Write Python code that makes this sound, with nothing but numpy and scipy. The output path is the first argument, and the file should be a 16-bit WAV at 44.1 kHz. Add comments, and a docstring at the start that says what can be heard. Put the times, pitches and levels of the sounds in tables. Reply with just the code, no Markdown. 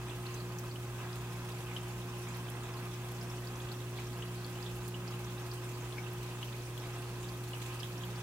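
"""A steady pump hum over a dull rumble and churning water is heard first: an aquarium filter in a quiet room.
Hum is wavering mains harmonics, rumble is shaped noise, churn is throbbing noise through housing resonances.
The outflow trickles: fizz is noise gated by tiny splashes, bubbles are decaying sines, droplets are
noise snaps. Bubbles and droplets echo briefly between water, glass and walls; a faint hiss lies below."""
import sys
import numpy as np
from scipy import signal
from scipy.fft import rfft, irfft
from scipy.io import wavfile
from scipy.ndimage import uniform_filter1d

SR = 44100
rng = np.random.default_rng(int(sys.argv[2]) if len(sys.argv) > 2 else 0)


def pcm_store(signal):
    """Save signal as 16-bit PCM."""
    levels = np.round(np.clip(np.atleast_2d(signal), -1, 1) * 32767)
    wavfile.write(sys.argv[1], SR, levels.astype(np.int16).T)


N = 362502
TIME = np.arange(N) / SR  # s
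FREQ = np.arange(N // 2 + 1) * SR / N  # Hz
MAINS_HZ = 59.98
TOP_HZ = 15800  # upper limit of all sound
# a bubble of the usual size: pitch and decay time
BUBBLE_HZ, RING_S = 4046, 0.0037


def undb(db):
    """Amplitude gain is the exponential of a level in decibels."""
    return 10 ** (np.asarray(db) / 20)


def level(x, db):
    """Root-mean-square amplitude sets the level of a signal."""
    return x * undb(db) / np.sqrt(np.mean(x ** 2))


def pan(db):
    """Interaural level difference: left minus right, split evenly between the two gains."""
    return undb(np.array([[db], [-db]]) / 2)


def colour(x, points):
    """Linear filtering shapes a spectrum: (f/Hz, gain/dB) points are joined on a log-frequency axis."""
    hz, db = np.transpose(points)
    gain = undb(np.interp(np.log(FREQ + 1), np.log(hz), db))
    return irfft(rfft(x) * gain, N)


def walk(rate):
    """Low-pass random modulation: values held for 1 / rate s, smoothed twice, scaled to unit rms."""
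    hold = max(int(SR / rate), 2)
    steps = np.repeat(rng.standard_normal(N // hold + 1), hold)
    smooth = uniform_filter1d(uniform_filter1d(steps, hold), hold)
    return level(smooth[:N], 0)


def noise(side_db):
    """Partial coherence: white noise of unit power whose side-to-mid ratio sets its stereo width."""
    mid, side = rng.standard_normal((2, N))
    return level(mid + undb(side_db) * side * np.array([[1], [-1]]), 0)


def add(out, s, sound):
    """Superposition: mix a stereo sound in at time s."""
    i = int(np.clip(s * SR, 0, N - 1))
    out[:, i:i + sound.shape[1]] += sound[:, :N - i]


def hum(waver_rate=7, slow_rate=2.194, slow_share=.35):
    """Forced vibration: the motor shakes the tank at mains multiples, each with its own quick and slow waver."""
    # pump lines: [multiple of mains frequency, level/dB before panning, waver relative to amplitude]
    harmonics = [(.5, -74, 0.39), (1, -58, 0.17), (2, -43, 0.023), (3, -55, 0.48), (4, -65.5, 0.58),
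                 (5, -69, 0.45), (6, -50.5, 0.089), (7, -68.5, 0.42), (8, -68, 0.38), (9, -73.5, 0.63),
                 (10, -73.5, 0.38)]
    out = 0
    for multiple, db, waver in harmonics:
        quick = walk(waver_rate) + 1j * walk(waver_rate)  # complex: sways amplitude and phase
        slow = walk(slow_rate)
        swing = 1 + waver * (np.sqrt(1 - slow_share / 2) * quick + np.sqrt(slow_share) * slow)
        carrier = np.exp(2j * np.pi * (multiple * MAINS_HZ * TIME + rng.random()))
        out = out + level(np.real(swing * carrier), db)
    return out


def drone():
    """Broadband flow noise: moving water rumbles dully, nearly coherent on both sides."""
    # low drone of the tank, its stand and the room: [f/Hz, density level/dB per Hz before panning]
    rumble_density = [(15, -100), (28, -83), (40, -91), (55, -75.5), (100, -81), (160, -74), (200, -79),
                      (250, -77.5), (340, -80), (480, -83), (640, -85), (1500, -102), (5000, -130)]
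    return colour(noise(side_db=-14.5), rumble_density) * np.sqrt(SR / 2)


def churn(db=-51.5, throb=0.16):
    """Resonance: water stirred once a turn, in uneven surges, rings the housing; its treble is less coherent."""
    # housing resonances: [f/Hz, half-power width/Hz, gain/dB relative, before the treble roll-off]
    resonances = [(501, 17, -11), (691, 12.4, 0), (823, 92, -1.5), (974, 36, -1.5), (1052, 30, 2),
                  (1240, 124, -2), (1375, 69, -12.5), (1509, 23, -2.5), (1632, 76, -5), (1946, 310, -10),
                  (2506, 28, -3), (2670, 75, -4.5), (3120, 110, -10), (3200, 8.3, -18), (3460, 116, -8.5)]
    housing_top_hz = 3630  # the housing passes little above this
    surge = undb(.9 * walk(16) + .7 * walk(5))
    stir = (1 + throb * np.sin(2 * np.pi * MAINS_HZ * TIME)) * surge
    mid, side = rfft(rng.standard_normal((2, N)) * stir)
    # the side signal grows with frequency until it equals the mid
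    scattered = np.minimum(FREQ / 4800, 1) * np.array([[1], [-1]])
    power = 0
    for hz, width, gain_db in resonances:
        detuning = (FREQ ** 2 - hz ** 2) / (width * FREQ + 1)
        power = power + undb(gain_db) ** 2 / (1 + detuning ** 2)
    power = power / (1 + (FREQ / housing_top_hz) ** 8)
    power = power / (1 + scattered ** 2)  # keeps total power despite the added side
    return level(irfft((mid + scattered * side) * np.sqrt(power), N), db)


def sputter(scatter_db, decay_s, count):
    """Shot noise: power of many splashes at random times, each decaying exponentially; mean 1."""
    when, size = rng.random((count, 2)).T
    strength = undb(-scatter_db * np.log(.006 + size)) ** 2  # few strong, many weak
    power = np.bincount((N * when).astype(int), strength, N)
    power = signal.lfilter([1], [1, -np.exp(-2 / (decay_s * SR))], power)
    return power / power.mean()


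def fizz(flow_db=1.03):
    """Modulated noise: splashes where the stream lands gate each band, partly in step with all the others."""
    # fine fizz where the stream lands: [f/Hz, density level/dB per Hz before flow and panning]
    fizz_density = [(500, -108), (1200, -105), (2400, -88.5), (3600, -92.5), (5000, -96.5), (6500, -96),
                    (8400, -98), (10000, -99), (13000, -100.5), (15500, -105.5)]
    broad = sputter(scatter_db=4, decay_s=.012, count=1800)
    spray = rfft(rng.standard_normal((2, N)))
    edges = np.geomspace(1000, TOP_HZ, 13)
    out = 0
    for low, high in zip(edges, edges[1:]):
        share = .15 + .45 * low / TOP_HZ  # power that follows the broadband splashes
        own = sputter(scatter_db=4.5, decay_s=0.03, count=1400)
        power = share * broad + (1 - share) * own
        band = irfft(spray * ((FREQ >= low) & (FREQ < high)), N)
        out = out + band * np.sqrt(power)
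    flow = undb(flow_db * walk(6))
    return colour(out * flow, fizz_density) * np.sqrt(SR / 2) * pan(-2.2)


def hiss():
    """Stationary noise: a smooth, faint hiss, independent on the two sides."""
    # smooth hiss: [f/Hz, density level/dB per Hz before panning]
    hiss_density = [(100, -100), (1000, -101), (4000, -98.5), (8000, -97), (11000, -101.7), (15500, -100.7)]
    return colour(rng.standard_normal((2, N)), hiss_density) * np.sqrt(SR / 2) * pan(-3)


def echoes(x, glass_db, glass_t60, room_db, room_t60):
    """Reverberation: direct sound, quick reflections off glass and water, then the room, distinct at each ear."""
    t = TIME[:SR // 2]
    near, far = rng.standard_normal((2, 2, len(t)))
    response = 0
    for grain, db, t60 in ((near, glass_db, glass_t60), (far, room_db, room_t60)):
        tail = grain * np.exp(-np.log(1000) * t / t60)
        response = response + undb(db) * tail / np.sqrt(np.sum(tail ** 2) / 2)
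    response[:, 0] += 1
    response = response / np.sqrt(np.sum(response ** 2) / 2)
    return signal.fftconvolve(x, response, axes=1)[:, :N]


def landing(trickle_pan_db=0.5, stray_db=5):
    """Localization by level difference: each drop lands at random around the stream."""
    return pan(trickle_pan_db + stray_db * rng.standard_normal())


def plink(hz, splash_db=-7, rise=.02):
    """Damped oscillation: a bubble rings, rising slightly, amid a rough splash; bigger ones last longer."""
    t = TIME[:SR // 25]
    age = t / (RING_S * np.sqrt(BUBBLE_HZ / hz))  # in decay times
    band = signal.butter(2, [0.87 * hz, 1.2 * hz], "band", fs=SR)
    rough = signal.lfilter(*band, rng.standard_normal((2, len(t))))
    splash = level(rough, splash_db) * np.exp(-age / 2)
    ring = np.exp(-age) * np.sin(2 * np.pi * hz * t * (1 + rise * age))
    # the air pocket takes a few cycles to pinch off
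    sound = (splash + ring) * (1 - np.exp(-t * hz / 1.2))
    return sound / np.sqrt(np.mean(sound[:, :SR // 125] ** 2))  # unit rms over the first 8 ms


def bubbles(crowd_db=-57.5, range_db=8, spread_octaves=.38, count=190):
    """Bubble resonance: clear plinks over a mostly faint crowd, where higher pitch means fainter; all echo."""
    # the loudest bubbles: [t/s, starting f/Hz, level/dB of the first 8 ms before panning and echoes]
    clear_bubbles = [(.096, 3350, -50), (.265, 4100, -48.5), (.341, 6060, -49.5), (.585, 5740, -48.5),
                     (.711, 4300, -55), (.757, 2900, -50), (1.129, 4860, -53), (1.519, 4600, -55),
                     (1.764, 3000, -40.5), (2.344, 4100, -53.5), (2.739, 4900, -55), (3.212, 5030, -50),
                     (3.3, 5400, -51.5), (3.471, 4540, -49.5), (3.557, 5850, -54), (3.602, 3360, -51),
                     (3.687, 3380, -52), (3.716, 4170, -47), (3.974, 3400, -50), (3.986, 2240, -47),
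                     (4.07, 5500, -53), (4.222, 2920, -46), (4.445, 4340, -49), (4.626, 4560, -52.5),
                     (4.662, 3460, -48), (4.943, 2800, -46), (5.077, 4750, -48), (5.111, 4700, -55),
                     (5.244, 5680, -53.5), (5.38, 3700, -52.5), (5.514, 4630, -47), (5.924, 3420, -49.5),
                     (5.981, 2180, -43), (6.064, 2540, -51), (6.428, 2920, -42.5), (6.526, 3430, -50),
                     (6.776, 3250, -50.5), (7.287, 4350, -53), (7.533, 2790, -45), (7.802, 4860, -47),
                     (7.831, 3070, -45), (7.978, 5500, -53), (8.035, 3180, -46.5), (8.158, 4460, -55)]
    fainter_db_per_octave = 6.5
    out = np.zeros((2, N))
    for s, hz, db in clear_bubbles:
        add(out, s, plink(hz) * undb(db) * landing())
    for when, faint in rng.random((count, 2)):
        octaves = spread_octaves * np.clip(rng.standard_normal(), -2, 2)
        db = crowd_db - range_db * np.sqrt(faint) - fainter_db_per_octave * octaves
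        add(out, when * N / SR, plink(BUBBLE_HZ * 2 ** octaves) * undb(db) * landing())
    return echoes(out, glass_db=-5.5, glass_t60=.05, room_db=-9, room_t60=.22)


def droplet(low_hz, snap_s=.00025, splash_s=.003, snap_db=14.5, spray_s=.0082, spray_db=-2.5):
    """Impact noise: a snap, a short splash and a second snap as spray falls back, all high-passed at low_hz."""
    t = TIME[:SR // 25]
    bright = signal.butter(3, low_hz, "high", fs=SR)
    grain = np.diff(rng.standard_normal((2, len(t) + 1)))  # differencing tilts noise to the treble
    splash = level(record(signal.lfilter(*bright, grain)), 0)
    late = t - spray_s * rng.random()  # spray_s is the longest delay
    snaps = np.exp(-t / snap_s) + undb(spray_db) * (late > 0) * np.exp(-np.abs(late) / snap_s)
    return splash * (undb(snap_db) * snaps + np.exp(-t / splash_s))


def ticks(patter_db=-61, range_db=7, big_hz=5000, small_hz=14500, count=34):
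    """Impulsive excitation: clear droplets hit the surface amid a faint patter; smaller ones start higher."""
    # the loudest droplets: [t/s, splash onset level/dB before snap, panning and echoes, lower cutoff f/Hz]
    clear_droplets = [(.345, -52, 4500), (.587, -49, 5000), (2.369, -52, 12000), (2.501, -47.5, 8500),
                      (3.119, -51, 8000), (3.719, -53, 3000), (4.176, -56, 9000), (4.465, -54, 6000),
                      (4.879, -49, 5000), (4.886, -49, 5000), (5.537, -51, 7000), (6.133, -52, 9000),
                      (6.779, -52, 5000), (7.486, -50.5, 6500), (7.51, -55, 6000), (7.831, -53, 4500),
                      (7.892, -54, 13000), (8.05, -52, 11000)]
    out = np.zeros((2, N))
    for s, db, low_hz in clear_droplets:
        add(out, s, droplet(low_hz) * undb(db) * landing())
    for when, faint, size in rng.random((count, 3)):
        low_hz = small_hz + size * (big_hz - small_hz)
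        db = patter_db - range_db * faint
        add(out, when * N / SR, droplet(low_hz) * undb(db) * landing())
    return echoes(out, glass_db=-7, glass_t60=.035, room_db=-10, room_t60=.2)


def scene():
    """Interaural time and level differences: the pump, to the right, reaches the left later and weaker."""
    left_lag_s = .0001
    lag = np.exp(-2j * np.pi * FREQ * np.array([[left_lag_s], [0]]))
    pump = irfft(rfft(hum() + drone() + churn()) * lag, N) * pan(-.6)
    return pump + fizz() + hiss() + bubbles() + ticks()


def record(dry):
    """Band limiting: a steep elliptic low-pass removes what lies above the top frequency."""
    low_pass = signal.ellip(12, .1, 80, TOP_HZ, fs=SR, output="sos")
    return signal.sosfilt(low_pass, dry)


dry = scene()
out = record(dry)
pcm_store(out)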